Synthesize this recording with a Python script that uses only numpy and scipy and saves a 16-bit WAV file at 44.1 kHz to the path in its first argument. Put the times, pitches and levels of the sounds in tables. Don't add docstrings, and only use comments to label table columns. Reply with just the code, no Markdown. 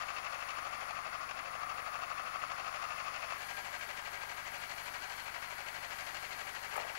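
import sys
import numpy as np
from scipy import signal
from scipy.fft import rfft, irfft, next_fast_len
from scipy.io import wavfile
from scipy.ndimage import map_coordinates

SR = 44100
rng = np.random.default_rng(int(sys.argv[2]) if len(sys.argv) > 2 else 0)


def volts(x):
    e = np.asarray(x, float) / 20
    return 10 ** e


def unload_wav(signal):
    wavfile.write(
        sys.argv[1],
        SR,
        np.round(np.clip(np.atleast_2d(signal).T, -1, 1) * 32767).astype(np.int16),
    )


N = 307818

CUT_S = 3.335
FRAME_HZ, LINE_HZ = 25, 15625

# rate in Hz, first cycle in seconds, share of noise that repeats (0-1).
CYCLE_NEAR = (12.424, 0, .45)
CYCLE_FAR = (12.404, 0, .4)
# place in the cycle (0-1), strength in dB, sharpness in dB.
BLOWS_NEAR = [
    (.012, -2, 4),
    (.062, -.5, 1.5),
    (.115, -1.5, 1),
    (.188, -1.5, -1.5),
    (.262, 4, -.5),
    (.34, -3.5, 3.5),
    (.41, -3.5, -4),
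    (.73, -7, -5),
    (.83, -5.5, 3.5),
    (.94, -6.5, -5),
]
BLOWS_FAR = [
    (.05, -8, 1),
    (.22, -1.5, 3),
    (.275, -.5, 1.5),
    (.335, -3, 0),
    (.39, -.5, 2),
    (.45, -2, 2),
    (.505, 3.5, -1),
    (.56, -2.5, -1.5),
    (.635, -2, -1),
    (.73, -5, 1),
]
# low edge in Hz, high edge in Hz, decay in seconds, dB gained per dB of sharpness,
# steady level in dB for the near view, then for the far view.
PARTS = [
    (193, 740, 0.0026, -0.37, -7, -6),
    (901, 1603, 0.0017, 0.1, -1.2, 1),
    (1853, 2350, 0.0056, 1.4, 10, 0),
    (2245, 3184, 0.0055, 1.1, -5, -4),
    (3700, 10000, 0.002, 0.44, -2.5, -3.5),
]
# frequency in Hz, level in dB per Hz.
COLOUR_NEAR = [(250, -39), (420, -31), (530, -12.5), (728, -6), (976, -11.5), (1060, -2), (1220, -1.5),
               (1550, -8.5), (2130, -7.5), (2350, -9.5), (2660, -15), (3400, -21), (5410, -24.5),
               (6820, -28), (7800, -33), (10100, -64), (17200, -120)]
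COLOUR_FAR = [(250, -38), (420, -13.5), (489, -16), (576, -3), (629, -8), (687, -3.5), (1290, -1),
              (1600, -0.5), (1750, -2.5), (2280, 2.5), (3690, -14), (4460, -12.5), (5530, -17.5),
              (6680, -16.5), (8600, -25), (11200, -40), (18900, -120)]
# frequency in Hz, width in Hz, boost in dB.
PANELS_NEAR = [(1184, 24, 3.5), (1266, 78, 3), (1445, 27, 5), (2130, 60, 2.5), (2625, 236, 8),
               (3950, 300, -3.5), (4310, 150, 3.5), (4580, 140, 3.5), (5120, 70, 3.5), (6850, 200, 2.5)]
PANELS_FAR = [(742, 84, 4.5), (1613, 43, 4), (1727, 18, 5.5), (1917, 28, 7), (1967, 17, 6), (2064, 34, 3.5),
              (2280, 31, 5.5), (3750, 350, -1.5), (4296, 90, 5.5), (4740, 250, 1.5)]
# time in seconds, load in dB.
LOAD_NEAR = [
    (0, 2.5),
    (.45, 1.5),
    (1.4, -0.2),
    (1.7, 0.1),
    (2.52, 0.9),
    (2.66, 1.9),
    (3.35, 3.2),
]
LOAD_FAR = [
    (3.33, .9),
    (4.3, -1.1),
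    (4.7, .9),
    (5.15, 0.83),
    (5.3, -.9),
    (5.7, -0.32),
    (6.1, 1.4),
    (6.98, -0.39),
]
# engine level in dB, fan level in dB, dB per dB of load for each part, the same for the fan.
DRIVE_NEAR = (-39, -59.5, [.2, 0.19, 0.2, 1.14, 0.99], 0.74)
DRIVE_FAR = (-43, -56, [0.21, -0.18, -0.089, 0.0024, 0.93], 1)
# time in seconds, strength in dB, sharpness in dB (raises the high knock, lowers the low).
RATTLE = [(6.724, -44, -2), (6.739, -40, 4), (6.756, -36, 6), (6.762, -40, 0.5), (6.776, -33.5, 2.5),
          (6.798, -37.5, 1), (6.816, -41.5, 8), (6.83, -41, 6), (6.845, -41, 1), (6.866, -46, 7),
          (6.894, -45.5, -3)]
# time in seconds, level in dB.
CRACKS = [
    (6.739, -46),
    (6.758, -44.5),
    (6.764, -44),
    (6.8, -55),
]
# frequency in Hz, level in dB per Hz.
LOOSE_PART = [
    [(100, -80), (200, -40), (330, -14), (500, -5), (700, 0), (900, -5), (1300, -26), (3000, -90)],
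    [(200, -80), (500, -30), (900, -3), (1200, 0), (1600, -8), (2100, -7), (2800, -15), (4000, -32),
     (9000, -90)],
    [(800, -80), (2000, -30), (4000, -3), (7500, 0), (12500, 0), (15500, -6)],
]
# frequency in Hz, level in dB per Hz.
FAN_NEAR = [(5000, -90), (7000, -30), (8400, -8), (9000, -4), (10200, 0), (11000, -2.5), (12000, -8.5),
            (13500, -9.5), (14500, -15), (15000, -18), (15500, -13)]
FAN_FAR = [(5000, -90), (7000, -30), (8500, -8), (9500, -4.5), (10500, -1), (11200, 0), (12000, -3),
           (13000, -6), (14000, -9), (15000, -12), (15500, -11)]
# frequency in Hz, level in dB per Hz.
RUMBLE = [(20, -10), (100, -8), (250, -2), (450, 0), (700, -20), (1500, -90)]
# frequency in Hz, level in dB.
BUZZ = [(20, 1), (40, 3.5), (130, 2), (230, -6), (400, -18.5), (800, -10), (3000, -38), (15000, -37)]
# time in seconds, peak in dB.
TICKS = [(0.738, -44), (.978, -47), (2.578, -44), (3.658, -42), (4.018, -37), (4.578, -44), (4.699, -43),
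         (6.378, -43)]
# frequency in Hz, level in dB.
CROSSTALK = [(250, -42), (345, -30), (520, -19.5), (1400, -19.5), (2800, -23.5), (5500, -24.5), (7300, -26),
             (11000, -28), (13000, -34), (15000, -36)]
# frequency in Hz, level in dB per Hz.
TAPE_HISS = [(20, -1), (100, -3), (350, .1), (700, 0.5), (2000, 0), (2800, -4.5), (4100, -15), (7300, -25),
             (11000, -25), (13000, -33), (15500, -30)]
# frequency in Hz, level in dB per Hz.
TAPE_FLUTTER = [(15, -10), (35, -8), (90, -5), (250, -12), (600, -79)]


def unit(x):
    return x / np.sqrt(np.mean(x ** 2) + 1e-20)


def along(points, hz):
    f, v = np.transpose(points)
    return np.interp(np.log(hz + 1), np.log(f + 1), v)


def load_curve(rows):
    s, load_db = np.transpose(rows)
    return np.interp(np.arange(N) / SR, s, load_db)


def wobble(rate):
    knots = rng.standard_normal(int(N * rate / SR) + 4)
    return map_coordinates(knots, [np.arange(N) * rate / SR])


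def filtered(x, gain):
    m = 2 * next_fast_len(N // 2 + 8192)
    cepstrum = irfft(np.log(gain(np.fft.rfftfreq(m, 1 / SR)) + 1e-6), m)
    cepstrum[1:m // 2] *= 2
    cepstrum[m // 2 + 1:] = 0
    return irfft(rfft(x, m) * np.exp(rfft(cepstrum)), m)[..., :N]


def coloured_noise(colour):
    return unit(filtered(rng.standard_normal(N), lambda hz: volts(along(colour, hz))))


def band(hz, low_hz, high_hz):
    return ((1 + (low_hz / (hz + 1)) ** 12) * (1 + (hz / high_hz) ** 12)) ** -.5


def repeating(starts, share, drift):
    size = int(np.max(np.diff(starts))) + 1
    fresh = rng.standard_normal((len(starts) + 20, size))
    slow = signal.lfilter([np.sqrt(1 - drift ** 2)], [1, -drift], fresh, axis=0)[20:]
    turn = np.clip(np.searchsorted(starts, np.arange(N), "right") - 1, 0, None)
    again = slow[turn, np.clip(np.arange(N) - starts[turn], 0, size - 1)]
    return np.sqrt(share) * again + np.sqrt(1 - share) * rng.standard_normal(N)


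def engine(cycle, blows, colour, panels, load, drive, which):
    rate, first, share = cycle
    place, strength_db, sharp_db = np.transpose(blows)
    level_db, _, per_part, _ = drive
    load_db = load_curve(load)
    turns = np.arange(int(N / SR * rate) + 2)
    starts = np.round((first + turns / rate) * SR).astype(int)
    when = (starts[:, None] + place % 1 * SR / rate).astype(int).ravel()
    shared_scatter = rng.standard_normal((len(turns), len(place)))
    noise = repeating(starts, share, .85)
    t = np.arange(SR // 40) / SR

    def ring(hz):
        panel_db = sum(db / (1 + (2 * (hz - c) / w) ** 2) for c, w, db in panels)
        return volts(along(colour, hz) + panel_db)

    total = 0
    for (low_hz, high_hz, decay, feels, *steady_db), grow in zip(PARTS, per_part):
        own_scatter = rng.standard_normal(shared_scatter.shape)
        blow_db = strength_db + feels * sharp_db + .8 * shared_scatter + 1.4 * own_scatter
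        power = volts(2 * blow_db).ravel()
        fade = np.exp(-t / decay) * (1 - np.exp(-t / .0015))
        swell = signal.fftconvolve(np.bincount(when, power, N + SR), fade / fade.max())[:N]
        shake = unit(noise * np.sqrt(np.abs(swell) + volts(2 * steady_db[which])))
        part = filtered(shake, lambda hz: ring(hz) * band(hz, low_hz, high_hz))
        total = total + part * volts(grow * load_db)
    hz = np.fft.rfftfreq(4096, 1 / SR)
    middle = np.sqrt(np.mean(ring(hz) ** 2 * (hz > 500) * (hz < 1700)))
    return volts(level_db) * total / middle


def pump():
    t = np.arange(N) / SR
    tone = filtered(rng.standard_normal(N), lambda hz: 1 / (1 + ((hz - 1613) / 18) ** 2))
    swell_db = 3 * np.cos(2 * np.pi * (CYCLE_FAR[0] * t - .45))
    eased = (1 + np.tanh((t - 4.4) / 0.11)) / 2
    return volts(-51.5 - 7.5 * eased + swell_db) * unit(tone)


def rattle():
    levels, t = np.zeros((3, N + SR)), np.arange(SR // 8) / SR
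    knock_t60 = np.array([[0.096], [0.058]])
    for s, db, sharp_db in RATTLE:
        both_db = np.array([[db - sharp_db], [db + sharp_db]]) - 60 * t / knock_t60
        start = round(s * SR)
        levels[:2, start:start + len(t)] += volts(both_db) * np.minimum(t / 0.00099, 1)
    for s, db in CRACKS:
        start = round(s * SR)
        levels[2, start:start + len(t)] += volts(db - 60 * t / 0.06) * np.minimum(t / .0012, 1)
    bursts = levels[:, :N] * rng.standard_normal((3, N))
    hz, total = np.fft.rfftfreq(4096, 1 / SR), 0
    for burst, colour in zip(bursts, LOOSE_PART):
        even = 1 / np.sqrt(np.mean(volts(2 * along(colour, hz))))
        total = total + even * filtered(burst, lambda hz: volts(along(colour, hz)))
    return total


def fan(colour, cycle, loudest, load, drive):
    hiss = coloured_noise(colour)
    duck_db = -1.2 * np.cos(2 * np.pi * (cycle[0] * np.arange(N) / SR - loudest))
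    _, level_db, _, grow = drive
    return volts(level_db + grow * load_curve(load) + duck_db + 0.77 * wobble(9)) * hiss


def near_notch(hz):
    return 1 - .99 / (1 + ((hz - 8070) / 260) ** 6)


def rumble():
    return volts(-63.5) * coloured_noise(RUMBLE)


def video_leak():
    t, frames = np.arange(N) / SR, np.arange(int(N / SR * FRAME_HZ)) / FRAME_HZ
    steps, ticks = np.zeros(N), np.zeros(N)
    steps[((frames + .0044) * SR).astype(int)] = 0.61 + 0.068 * rng.standard_normal(len(frames))
    steps[((frames + .0244) * SR).astype(int)] = -1 + 0.056 * rng.standard_normal(len(frames))
    ticks[((frames + .0178) * SR).astype(int)] = volts(-56 + 3 * rng.standard_normal(len(frames)))
    for s, db in TICKS:
        ticks[round((s - .0002) * SR)] = volts(db)
    spikes = np.convolve(ticks, np.hanning(5), "same")
    buzz = unit(filtered(steps, lambda hz: volts(along(BUZZ, hz))))
    head_turn = 2 * np.pi * 2 * FRAME_HZ * t
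    hum = np.sin(head_turn + 4.2)
    sway = np.array([wobble(2.8), wobble(3)])
    whistle = volts(1.3 * sway) * np.sin(2 * np.pi * LINE_HZ * t + .8 * sway + .25 * np.sin(head_turn))
    half_line = volts([[-84], [-110]]) * np.sin(np.pi * LINE_HZ * t + sway) * (t < CUT_S)
    steady = volts([[-63], [-70]]) * buzz + volts([[-68], [-79]]) * hum + volts([[-71], [-84]]) * whistle
    return steady + half_line + spikes


def scene():
    t = np.arange(N) / SR
    near = engine(CYCLE_NEAR, BLOWS_NEAR, COLOUR_NEAR, PANELS_NEAR, LOAD_NEAR, DRIVE_NEAR, which=0)
    far = engine(CYCLE_FAR, BLOWS_FAR, COLOUR_FAR, PANELS_FAR, LOAD_FAR, DRIVE_FAR, which=1)
    fan_near = filtered(fan(FAN_NEAR, CYCLE_NEAR, 0.33, LOAD_NEAR, DRIVE_NEAR), near_notch)
    fan_far = fan(FAN_FAR, CYCLE_FAR, 0.61, LOAD_FAR, DRIVE_FAR)
    hiss = np.where(t < CUT_S, fan_near, fan_far)
    turn = np.pi / 2 * np.clip((t - CUT_S - 0.005) * FRAME_HZ, 0, 1)
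    engines = filtered(near, near_notch) * np.cos(turn) + (far + pump()) * np.sin(turn)
    left = engines + rattle() + hiss + rumble()
    return np.array([left, 0 * left])


def top_cut(x):
    return signal.sosfilt(signal.butter(12, 16140, fs=SR, output="sos"), x)


def record(dry):
    hz = np.fft.rfftfreq(N, 1 / SR)
    late = np.exp(-1.4j * np.pi * hz / SR)
    leak = -irfft(rfft(dry[0]) * volts(along(CROSSTALK, hz)) * late, N)
    hiss = unit(filtered(rng.standard_normal(dry.shape), lambda hz: volts(along(TAPE_HISS, hz))))
    flutter = unit(filtered(rng.standard_normal(dry.shape), lambda hz: volts(along(TAPE_FLUTTER, hz))))
    tape_noise = volts([[-82], [-64.5]]) * hiss + volts([[-72], [-77]]) * flutter
    tape = np.array([dry[0], leak]) + tape_noise + video_leak()
    mix = irfft(rfft(tape) * (hz < 15750), N)
    return top_cut(mix)


dry = scene()
out = record(dry)
unload_wav(out)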